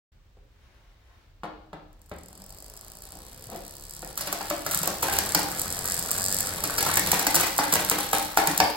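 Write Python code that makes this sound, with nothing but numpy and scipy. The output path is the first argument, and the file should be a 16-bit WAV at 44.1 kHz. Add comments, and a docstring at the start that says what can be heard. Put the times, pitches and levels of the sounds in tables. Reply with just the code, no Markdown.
"""A sleeve brushes and a few dull knocks sound as a hand takes up the crank of a bicycle on a repair stand.
The chain gathers speed, each link ticking onto a tooth. The derailleur drags it up the cassette and back
down: it scrapes across the sprockets, drops onto each with a clack that rings cage, frame and wheel, and
rattles as it settles. We listen close up through a two-port microphone, in a small, live workshop."""
import sys
import numpy as np
from scipy import signal
from scipy.fft import rfft, irfft, next_fast_len
from scipy.io import wavfile

SR = 44100
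rng = np.random.default_rng(int(sys.argv[2]) if len(sys.argv) > 2 else 0)


def generate_wav(signal):
    """Clip the signal to [-1, 1] and save it as 16-bit WAV at the path in sys.argv[1]."""
    frames = np.transpose(np.atleast_2d(signal))
    scaled = np.clip(frames, -1, 1) * 32767
    pcm = np.round(scaled).astype(np.int16)
    wavfile.write(sys.argv[1], SR, pcm)


N = 386316
T = np.arange(N) / SR
SIZE = next_fast_len(N + SR)
HZ = np.maximum(np.arange(SIZE // 2 + 1) * SR / SIZE, 1)

# chain speed: t/s, link rate/Hz
LINK_RATE = [(2.2, 41.18), (2.29, 41.74), (2.58, 51.1), (3.13, 60.83), (4.12, 74.06), (4.92, 71.1),
             (5.41, 72.1), (5.8, 94.6), (6.02, 83.33), (6.36, 98.06), (6.6, 86.36), (6.93, 95.4),
             (8.06, 78.4), (8.76, 78.5)]
# up the cassette and back: t/s, sprocket size (0 smallest, 1 largest)
SPROCKET_SIZE = [(4.12, 0.44), (4.75, 0.76), (5.3, 0.97), (5.6, 1), (6.2, 1), (6.6, 1), (7.25, 0.84),
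                 (8.0, 0.59), (8.6, 0.27)]
# the chain drops onto a sprocket: t/s, snap/dB, thud/dB, cage ring/dB, cage f/Hz,
# sprocket clank/dB, clank f/Hz, cassette ping/dB, rattle/dB, contact/s
DROPS = [(4.1757, -26, -60, -58, 880, -40.5, 1374, -56, -35, 0.00067),
         (4.207, -29, -45, -42, 700, -57, 1210, -35, -43, 0.0023),
         (4.2695, -33, -36.5, -46, 853, -53, 1380, -37.5, -58, 0.002),
         (4.326, -23.5, -38.5, -33.5, 737, -32, 1170, -51, -61, .0011),
         (4.407, -46, -41.5, -33.5, 850, -38, 1700, -41, -43, 0.0012),
         (4.5002, -26.5, -36.5, -50, 600, -34, 1770, -38.5, -62, 0.0008),
         (4.508, -50, -37.5, -29, 662, -30.5, 1244, -54, -59, 0.0015),
         (4.662, -27.5, -41, -36.5, 760, -29, 1360, -36, -33, 0.0018),
         (4.711, -26.5, -52, -52, 803.5, -49, 1406, -52, -36, 0.00093),
         (4.831, -24, -35, -43, 643, -47, 1085, -53, -51, 0.0012),
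         (4.8743, -20.5, -35, -29.5, 763, -32.5, 1140, -46, -56, 0.00077),
         (5.024, -20, -30, -30, 945, -30, 1378, -49, -30, 0.0038),
         (5.0841, -31, -53, -26.5, 845.5, -31, 1650, -45, -47, 0.00077),
         (5.1237, -24.5, -33.5, -39, 780, -39, 1379, -44, -31, .0057),
         (5.1862, -17, -36, -35, 875, -32, 1750, -37, -51, 0.00078),
         (5.3471, -16, -27.5, -27.5, 875, -24.5, 1430, -20.5, -69, 0.00097),
         (5.39, -30, -42, -29, 871, -45, 1430, -48, -35.5, 0.00084),
         (6.6372, -22, -35, -49, 1047, -35.5, 1226, -34, -34, 0.0015),
         (6.78, -22.5, -35, -49, 849, -30.5, 1360, -27, -27.5, 0.0027),
         (6.8264, -20.5, -43, -31, 842, -41, 1600, -34, -45, 0.0011),
         (6.8627, -24.5, -33, -30, 982, -25.5, 1350, -44, -27, 0.0024),
         (6.9697, -16.5, -32, -36, 907, -21.5, 1777, -45, -27.5, 0.0018),
         (7.07, -25, -33.5, -46, 1030, -48, 1220, -36, -31.5, 0.0019),
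         (7.116, -15, -49, -48, 807, -25, 1790, -45, -45, 0.0012),
         (7.129, -36, -27, -26, 890, -32, 1376, -47, -35, .0014),
         (7.1922, -22.5, -38, -38, 826, -48, 1197, -34, -31.5, 0.0015),
         (7.2666, -18, -32, -24.5, 854, -23.5, 1598, -27, -36, .0012),
         (7.3422, -17.5, -38, -35, 818, -25.5, 1540, -33, -30.5, 0.00274),
         (7.3615, -18, -28.5, -49, 743, -42, 1422, -41, -44, 0.00085),
         (7.3975, -25, -31, -33, 1010, -38, 1210, -40, -34, 0.0015),
         (7.43, -27, -32, -31, 872, -26, 1978, -34, -49, 0.0027),
         (7.465, -25, -39, -52, 870, -33, 1200, -47, -55, .003),
         (7.5863, -38, -31.5, -21.5, 900, -21, 1122, -26.5, -29.5, 0.0025),
         (7.7241, -17.5, -29.5, -50, 840, -34, 1420, -36, -26, 0.0019),
         (7.7535, -20.5, -27.5, -35.5, 868, -26, 1625, -48, -35, 0.0012),
         (7.911, -26, -26, -32, 862, -31, 1320, -47, -31, 0.0018),
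         (7.982, -28, -44, -32, 858, -30.5, 1185, -36, -32.5, 0.0025),
         (8.1294, -22.5, -29.5, -21, 872, -22.5, 1259, -43, -30, 0.0025),
         (8.3713, -19, -28.5, -16, 875.6, -17, 1360, -28, -31, 0.0019),
         (8.4719, -18, -31.5, -53, 908, -26.5, 1960, -39, -33.5, 0.0012),
         (8.6009, -23.5, -25, -17, 844, -19, 1740, -20, -39.5, 0.00079)]
# single links that seat hard: t/s, level/dB
HARD_LINKS = [(1.883, -76), (1.929, -60), (2.016, -53), (2.06, -58), (2.095, -51), (2.493, -47),
              (2.574, -49), (2.766, -44), (4.746, -20.5), (4.774, -24), (4.789, -28.5), (4.857, -30),
              (5.26, -32), (5.29, -46), (5.317, -50), (5.516, -33), (5.583, -49), (5.595, -26),
              (5.616, -25.5), (5.856, -28), (5.944, -29), (5.993, -27.5), (6.1139, -21.5), (6.18, -27.5),
              (6.344, -26.5), (6.4047, -24.5), (6.94, -24), (6.9562, -23.5), (6.994, -21), (7.141, -25),
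              (7.354, -17), (7.41, -21), (7.58, -20.5), (7.7375, -17), (7.8473, -26), (7.8976, -16),
              (8.183, -24), (8.577, -17.5)]
# each jerk booms in a different part of frame, wheel or stand: t/s, level/dB, f/Hz
JERKS = [(1.44, -40, 315), (1.735, -44.5, 157.5), (2.114, -38, 72), (2.12, -45, 166), (2.23, -51, 160),
         (2.39, -49, 188), (3.47, -40, 113), (3.52, -45, 221), (3.57, -42.5, 361), (4.51, -37, 309),
         (4.755, -36.5, 172), (4.81, -34, 167), (4.88, -33, 186), (5.026, -36, 534), (5.352, -35, 306),
         (5.356, -29, 178), (7.129, -35, 464), (7.27, -30, 303), (7.587, -37, 658), (7.59, -31, 298),
         (7.735, -40, 154.9), (7.754, -38, 614), (7.912, -42, 282), (8.381, -28, 315),
         (8.478, -29.5, 163.7), (8.488, -31, 296), (8.59, -30, 183), (8.607, -30, 563), (8.625, -35, 78)]
# crank and freewheel: t/s, thud/dB, cage ring/dB, cage f/Hz, clank/dB, clank f/Hz, contact/s
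CRANK_KNOCKS = [(0.368, -64, -58.5, 457, -82, 800, 0.0015), (1.110, -84, -72, 805, -63, 1110, 0.0022),
                (1.4335, -37.5, -36, 899, -35.5, 1110, 0.00074), (1.4425, -49, -46, 820, -41, 1030, .001),
                (1.4515, -46, -43, 940, -56, 1290, 0.00084), (1.7295, -42, -43, 824, -47, 1300, 0.00091),
                (2.114, -40.5, -41.5, 810, -40.5, 1280, 0.00097), (2.4, -69, -75, 800, -70, 1200, 0.0012),
                (3.118, -54, -53, 780, -66, 750, 0.0087), (3.145, -55, -53, 778, -62, 740, .01),
                (3.486, -48, -56, 700, -63, 780, 0.0078), (3.513, -41, -45, 750, -53, 720, 0.009),
                (3.543, -46, -43, 733, -53, 720, .01), (4.025, -43, -47, 800, -45.5, 1420, 0.0021),
                (4.066, -51, -52, 820, -62, 1100, 0.002)]
# the arm reaches for the pedal: peak t/s, half length/s, level/dB
SLEEVE_SWELLS = [(0.724, 0.21, -61.5), (1.13, 0.13, -61.5)]

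# bodies with a set pitch: f/Hz, width/Hz, relative level/dB
FRAME_MODES = [(184, 42, 7), (302.8, 9.5, 16), (521, 240, 0.5), (541, 5.1, 7.5), (745.6, 8.9, 4),
               (812, 15, 8), (892, 20, -1), (990, 116, -19)]  # frame and wheel
CASSETTE_MODES = [(4280, 850, 5), (4740, 430, 13.5), (5730, 1200, 5)]
LARGE_SPROCKET_MODES = [(1750, 84, -3), (4830, 530, -2)]
# parts pitched anew by each strike: multiple of the pitch, width/Hz, relative level/dB
CAGE_MODES = [(.86, 110, -12), (0.921, 16.5, -4), (1.001, 95, 9)]  # derailleur cage
SPROCKET_MODES = [(.8, 220, -10.5), (1, 170, 3.5), (1.23, 220, 2.5), (1.5, 336, 0), (2.698, 500, -6.5)]
ROLLER_MODES = [(.65, 454, -6), (1, 330, 2), (1.63, 300, -5), (2.45, 350, 2), (3.1, 353.2, 6)]
BOOM_MODES = [(1, 16, -2), (1.23, 43, -10)]
# tone colour of each layer: f/Hz, relative level/dB
TICK_EQ = [(150, -45), (1200, -9), (2800, -10), (3900, -6), (4600, -25), (5500, 1), (6500, 6.5),
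           (7500, -6.5), (10000, 4), (12500, 3.5), (15500, 5)]
ZING_EQ = [(2000, -45), (6500, -5.5), (7400, 4.5), (8400, 4.5), (9600, -4.5), (12500, -4), (15500, -11)]
SCRAPE_EQ = [(300, -18), (900, -3), (1700, -0.5), (2700, -2.5), (4500, -1.5), (6000, -9.5), (7800, 0),
             (11000, 3), (16000, -14)]
RUMBLE_EQ = [(20, -1), (45, -7), (85, 5.5), (120, 2), (170, 4), (240, -6.5), (400, -2.5), (800, -3.5),
             (1400, -10.5), (2500, -19.5), (6000, -48)]
SNAP_EQ = [(500, -10.5), (1500, -6), (3000, -10), (4700, 0), (6200, 2), (7800, 5.5), (10000, 1.5),
           (12500, 6.5), (15500, 4)]
THUD_EQ = [(60, -39), (150, 0), (400, -3.5), (560, -2.5), (900, 4.5), (1600, -3.5), (2600, -1.5),
           (5000, -15), (9000, -33), (16000, -56)]
KNOCK_EQ = [(60, -8), (150, -7.5), (400, 3), (780, 1), (1100, -4), (1600, -10), (2100, -14.5), (4500, -18),
            (6000, -33), (7600, -31), (16000, -36)]
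CLOTH_EQ = [(200, 0), (550, 1), (900, 3), (1500, 2), (2600, -2), (4200, -6.5), (6000, -8), (8000, -10),
            (15000, -8.5)]
ROOM_TONE_EQ = [(18, -30), (25, -29), (34, 3), (48, -2), (100, -11), (160, -21.5), (255, -25.5), (640, -31),
                (1300, -34), (2500, -36.5), (4000, -38.5), (8000, -47.5), (11000, -56.5), (16000, -45)]
# workshop decay: f/Hz, T60/s
REVERB_T60 = [(150, 0.63), (400, 0.75), (800, 0.57), (1400, 0.65), (2800, 0.4), (4500, 0.78), (8000, 0.28),
              (15000, 1.6)]
# workshop reverb strength: f/Hz, level/dB
REVERB_EQ = [(100, -7.5), (300, 3), (800, -0.5), (2000, 0.5), (4500, 1.5), (8000, -7), (15000, -10.5)]
# tension pulses: multiple of the link rate, relative level/dB
HUM_PARTIALS = [(.5, -11), (1, 1), (2, -1)]
# the image leans left: f/Hz, left over right/dB
LEAN = [(150, 1.0), (350, 0.0), (750, 3.0), (1400, 3.0), (4000, 0.0)]

# chain faders: gain/dB cruising on the smallest sprocket, dB per doubling of speed, dB more on the largest
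TICK_LAW, ROLLER_LAW, ZING_LAW = (-49, 15, 4.3), (-54.5, 0.85, 0.9), (-60.3, 3, 25.3)
SCRAPE_LAW, RUMBLE_LAW, HUM_LAW = (-58.5, 14.4, 16.2), (-68.5, 1, 25.2), (-69.5, 15, 16.6)
START_S, START_RAMP_S, CRUISE_HZ = 1.96, 0.41, 80  # the chain gets under way
UNSEAT_DB = -32  # rattle level at which links begin to miss their seats
SKEW_DB = -41  # on the largest sprockets the skewed chain clicks and clinks by itself
CLICK_CONTACT_S = .0008
THUD_LAG_S, THUD_SPREAD_S = 0.0018, 0.0022  # the heavy frame follows a blow late and slowly
PORT_LAG_S, ROOM_TONE_DB = 11.3 / SR, -55.5


def chain(frame, cassette):
    """The running chain ticks, zings, scrapes and hums, louder with speed and sprocket size."""
    rate, sprocket = curve(LINK_RATE), curve(SPROCKET_SIZE)
    phase = np.cumsum(rate) / SR  # links gone by
    moving = np.clip((T - START_S) / START_RAMP_S, 0, 1)
    tick_gain, roller_gain, zing_gain, scrape_gain, rumble_gain, hum_gain = (
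        moving * undb(db + speed_db * np.log2(rate / CRUISE_HZ) + size_db * sprocket)
        for db, speed_db, size_db in (TICK_LAW, ROLLER_LAW, ZING_LAW, SCRAPE_LAW, RUMBLE_LAW, HUM_LAW))
    loose = rattle_envelope()
    unseated = np.hypot(1, loose / undb(UNSEAT_DB))  # a bouncing chain seats less firmly
    seating, rollers = links(phase, rate) / unseated
    ticks = through(seating * tick_gain, colour(TICK_EQ)) + rollers * roller_gain
    return (ticks + sprocket_zing(seating * zing_gain)
            + plate_scrape(np.hypot(scrape_gain, loose), cassette)
            + stray_links(np.hypot(loose, undb(SKEW_DB) * sprocket ** 6))
            + frame_rumble(phase, np.hypot(rumble_gain, undb(-11) * loose), frame)
            + tension_hum(phase) * hum_gain)


def links(phase, rate, scatter_db=3.2, limp_db=1.8, roller_hz=4700):
    """One tick and one roller ring per link; inner and outer links alternate strong and weak."""
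    link = np.arange(int(phase[-1]) - 1)
    jitter, force, stretch, detune = rng.standard_normal((1024, 4))[:len(link)].T
    slowness = np.mean(rate) / np.interp(link, phase, rate)
    times = np.interp(link, phase, T) + .0007 * slowness * jitter
    sizes = unit(undb(scatter_db * np.clip(force, -2, 1.5) + limp_db * (-1) ** link))
    contacts = .0007 * slowness ** 1.2 * np.exp(.35 * stretch)  # a slow chain draws each tick out
    pitches = roller_hz * np.exp(.07 * detune)
    return bursts(times, sizes, contacts), rings(times + contacts, sizes, pitches, ROLLER_MODES, size=512)


def sprocket_zing(seating):
    """A skewed chain catches the teeth now harder, now softer, and the large sprockets ring."""
    grab = unit(undb(2.5 * walk(rate_hz=14)))
    return through(seating * grab, colour(ZING_EQ) + undb(-10) * resonances(LARGE_SPROCKET_MODES))


def plate_scrape(gain, cassette):
    """Side plates catch on the teeth in many small, uneven taps."""
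    when, chance = rng.random((1500, 2)).T
    sizes = undb(-2.5 * np.log(np.maximum(chance, .02)))
    grit = unit(bursts(when * N / SR, sizes, contacts_s=.0014))
    return through(grit * gain, colour(SCRAPE_EQ) + undb(-13) * cassette)


def stray_links(gain, clink_hz=1400):
    """Bouncing links click on the teeth out of step and clink on the sprockets, each at its own pitch."""
    when, sizes = rng.random((500, 2)).T
    taps = unit(bursts(when * N / SR, sizes, CLICK_CONTACT_S))
    when, sizes, detune = rng.random((300, 3)).T
    pitches = clink_hz * np.exp(.25 * (2 * detune - 1))
    clinks = unit(rings(when * N / SR, sizes, pitches, SPROCKET_MODES))
    return through(taps * gain * undb(-4.5), colour(SNAP_EQ)) + clinks * gain * undb(-6)


def frame_rumble(phase, gain, frame):
    """Every link gives the frame a short, low shake."""
    shake = unit(np.exp(-(phase % 1) / 0.58) * rng.standard_normal(N))
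    return through(shake * gain, colour(RUMBLE_EQ) + undb(-10) * frame)


def tension_hum(phase):
    """The chain rides a polygon of teeth, so its tension pulses once a link and once a link pair."""
    return sum(undb(db + 4 * walk(6)) * np.sin(2 * np.pi * order * phase) for order, db in HUM_PARTIALS)


def rattle_envelope(lead_s=0.0043, t60_s=0.73):
    """How loose the chain is: it rides up on the teeth just before each drop, bounces, then settles."""
    power = np.zeros(N)
    for s, *_, db, _ in DROPS:
        start = int((s - lead_s) * SR)
        age = T[:N - start]
        attack = np.minimum(age / lead_s / 2, 1)
        power[start:] += (attack * undb(db - 60 * age / t60_s)) ** 2
    return np.sqrt(power)


def shift_clacks(frame, cassette):
    """The chain drops onto a sprocket: the hit (snap, frame, cage) and its ring (cassette, sprocket)."""
    s, snap_db, thud_db, cage_db, cage_hz, clank_db, clank_hz, ping_db, _, contact = np.transpose(DROPS)
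    snap = through(bursts(s, undb(snap_db), contact * 1.34), colour(SNAP_EQ))
    jolt = bursts(s + THUD_LAG_S, undb(thud_db), contact + THUD_SPREAD_S)
    thud = through(jolt, undb(0.5) * colour(THUD_EQ) + undb(-3.5) * frame)
    ping = through(bursts(s, undb(ping_db), contact * 2.5), cassette)
    cage = rings(s + contact, undb(cage_db), cage_hz, CAGE_MODES, size=6144)
    clank = rings(s + contact, undb(clank_db), clank_hz, SPROCKET_MODES)
    return snap + thud + cage, ping + clank


def link_clicks():
    """A link rides up on a tooth and snaps home; a large sprocket zings with it."""
    s, db = np.transpose(HARD_LINKS)
    seating = bursts(s, undb(db), CLICK_CONTACT_S)
    zing = through(seating * curve(SPROCKET_SIZE) ** 2, undb(-7.5) * colour(ZING_EQ))
    return through(seating, undb(-1.5) * colour(SNAP_EQ)) + zing


def booms():
    """Low resonances of the bicycle bloom and die after a jerk of the chain."""
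    s, db, hz = np.transpose(JERKS)
    return rings(s, undb(db), hz, BOOM_MODES, rise_s=0.0065, size=8192)


def crank_knocks(frame):
    """Play in crank and freewheel is taken up: the frame thuds, the cage rings, a sprocket clanks."""
    s, thud_db, cage_db, cage_hz, clank_db, clank_hz, contact = np.transpose(CRANK_KNOCKS)
    jolt = bursts(s, undb(thud_db), contact + THUD_SPREAD_S)
    thud = through(jolt, undb(-1) * colour(KNOCK_EQ) + undb(-0.5) * frame)
    cage = rings(s + contact, undb(cage_db), cage_hz, CAGE_MODES, size=6144)
    clank = rings(s + contact, undb(clank_db), clank_hz, SPROCKET_MODES)
    return thud + cage + clank


def sleeve():
    """Cloth rubs on cloth in two soft, fluttering swells."""
    swell = sum(undb(db) * np.exp(-((T - s) / half) ** 2) for s, half, db in SLEEVE_SWELLS)
    friction = rng.standard_normal(N) * undb(1.2 * walk(rate_hz=30))
    return through(friction * swell, colour(CLOTH_EQ))


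def workshop(x, predelay_s=.003):
    """Dense reflections from close walls, each octave dying at its own rate; a new tail on each call."""
    t, hz_axis = T[:SR], np.maximum(np.arange(SR // 2 + 1), 1)
    diffuse = two_ports(alike_hz=1030, size=SR)
    octaves_hz = 125 * 2. ** np.arange(8)
    onset = np.clip((t - predelay_s) / 0.000087, 0, 1)
    tail = 0
    for hz, share in zip(octaves_hz, np.eye(len(octaves_hz))):
        band = irfft(diffuse * np.interp(np.log(hz_axis), np.log(octaves_hz), share), SR)
        envelope = onset * undb(-60 * t / at_hz(REVERB_T60, hz))
        tail = tail + band * envelope / np.linalg.norm(envelope) * undb(at_hz(REVERB_EQ, hz))
    return through(x, rfft(tail, SIZE))


def moving_reflections(x, paths=3):
    """The contact point and the arm keep moving, so the sound drifts between paths round the room."""
    shares = np.array([walk(rate_hz=5) for _ in range(paths)])
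    return sum(workshop(x * share) for share in shares / np.linalg.norm(shares, axis=0))


def room_tone():
    """A bed of low building rumble and faint hiss that lifts by 3 dB early on."""
    air = through(irfft(two_ports(alike_hz=855), SIZE), colour(ROOM_TONE_EQ))
    return unit(air) * undb(ROOM_TONE_DB + 0.26 * walk(1.37) + np.interp(T, [1.5, 2.6], [0, 3]))


def two_ports(alike_hz, size=SIZE):
    """Spectra of diffuse noise at both ports: alike in the bass, unrelated in the treble."""
    mid, side = rfft(rng.standard_normal((2, size)))
    hz = np.maximum(np.arange(len(mid)) * SR / size, 1)
    apart = 1 / (1 + (alike_hz / hz) ** 1.39)
    return (mid + np.sqrt(apart) * side * np.array([[1], [-1]])) / np.sqrt(1 + apart)


def bursts(times, sizes, contacts_s):
    """Each contact is a swelling, dying cluster of micro-impacts; its size is its rms over 10 ms."""
    out, grit = np.zeros(N + SR), rng.standard_normal(N + SR)
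    for s, size, contact in np.broadcast(times, sizes, contacts_s):
        start, width = int(np.clip(s * SR, 0, N)), np.clip(contact * SR, 2, SR / 20)
        age = np.arange(int(10 * width)) / width
        cluster = age * np.exp(-age) * grit[start:start + len(age)]
        spectrum = rfft(cluster, 2 * next_fast_len(len(age)))
        burst = irfft(spectrum / np.abs(spectrum))[:len(age)] * np.exp(-age / 10)  # whitened
        out[start:start + len(age)] += size * burst * np.sqrt(.01 * SR / (burst @ burst))
    return out[:N]


def rings(times, sizes, pitches, modes, rise_s=.0007, size=1024):
    """Each strike rings the modes, slightly detuned, at its own pitch; strength is rms over 10 ms."""
    out, age = np.zeros(N + SR), T[:size]
    multiple, width, db = np.transpose(modes)[:, :, None]
    decays = undb(db) * np.exp(-np.pi * width * age) * (1 - np.exp(-age / rise_s))
    detunes = 1 + .02 * rng.standard_normal((1024, len(modes), 1))
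    for s, strength, hz, detune in zip(times, sizes, pitches, detunes):
        ring = np.sum(decays * np.sin(2 * np.pi * hz * multiple * detune * age), axis=0)
        start = int(np.clip(s * SR, 0, N))
        out[start:start + size] += strength * ring * np.sqrt(.01 * SR / (ring @ ring))
    return out[:N]


def resonances(modes):
    """Unit-power response of a body with these modes."""
    return unit(sum((-1) ** k * undb(db) / (1 + 1j * (HZ ** 2 - hz ** 2) / (HZ * width))
                    for k, (hz, width, db) in enumerate(modes)))


def colour(points, size=4096):
    """Minimum-phase EQ of unit power with the given shape."""
    hz = np.maximum(np.arange(size // 2 + 1) * SR / size, 1)
    cepstrum = irfft(np.log(undb(at_hz(points, hz))), size)
    cepstrum[1:size // 2] *= 2
    cepstrum[size // 2 + 1:] = 0
    impulse = irfft(np.exp(rfft(cepstrum)))
    return unit(rfft(impulse, SIZE))


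def walk(rate_hz):
    """Random drift of rms 1."""
    knots = rng.standard_normal(1024)
    return unit(np.interp(T * rate_hz, np.arange(len(knots)), knots))


def curve(table):
    """An automation lane, sample by sample."""
    return np.interp(T, *np.transpose(table))


def at_hz(points, hz):
    """Read (f/Hz, value) points on a log-frequency axis."""
    f, v = np.transpose(points)
    return np.interp(np.log(hz), np.log(f), v)


def through(x, response):
    return irfft(rfft(x, SIZE) * response, SIZE)[..., :N]


def undb(db):
    return 10 ** (np.asarray(db) / 20)


def unit(x):
    return x / np.sqrt(np.mean(np.abs(x) ** 2))


def scene():
    """The mix: the drivetrain's treble reaches the right port first, its long waves both alike."""
    frame, cassette = resonances(FRAME_MODES), resonances(CASSETTE_MODES)
    running, knocks, clicks, cloth = chain(frame, cassette), crank_knocks(frame), link_clicks(), sleeve()
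    shifts, ringing = shift_clacks(frame, cassette)
    ringing = ringing + booms()
    bike = running + shifts + ringing + knocks + clicks
    send = (undb(-0.44) * running + undb(1.83) * shifts + undb(-1.5) * ringing
            + undb(0.5) * knocks + undb(1.5) * clicks + cloth)  # the sleeve is all reverb
    treble = 1 / (1 + (1700 / HZ) ** 6)
    left_lag = 1 - treble + treble * np.exp(-2j * np.pi * HZ * PORT_LAG_S)
    direct = np.array([through(bike, left_lag), bike])
    lean_db = at_hz(LEAN, HZ)
    balance = undb(np.array([lean_db, -lean_db]) / 2)
    return through(direct + moving_reflections(send), balance) + room_tone()


def record(dry, open_s=.118, top_hz=15900):
    """The sound opens after a moment of silence; a steep low-pass trims the top."""
    opened = np.clip((T - open_s) / .004, 0, 1)
    return signal.sosfilt(signal.ellip(10, .2, 70, top_hz, fs=SR, output="sos"), dry * opened)


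dry = scene()
out = record(dry)
generate_wav(out)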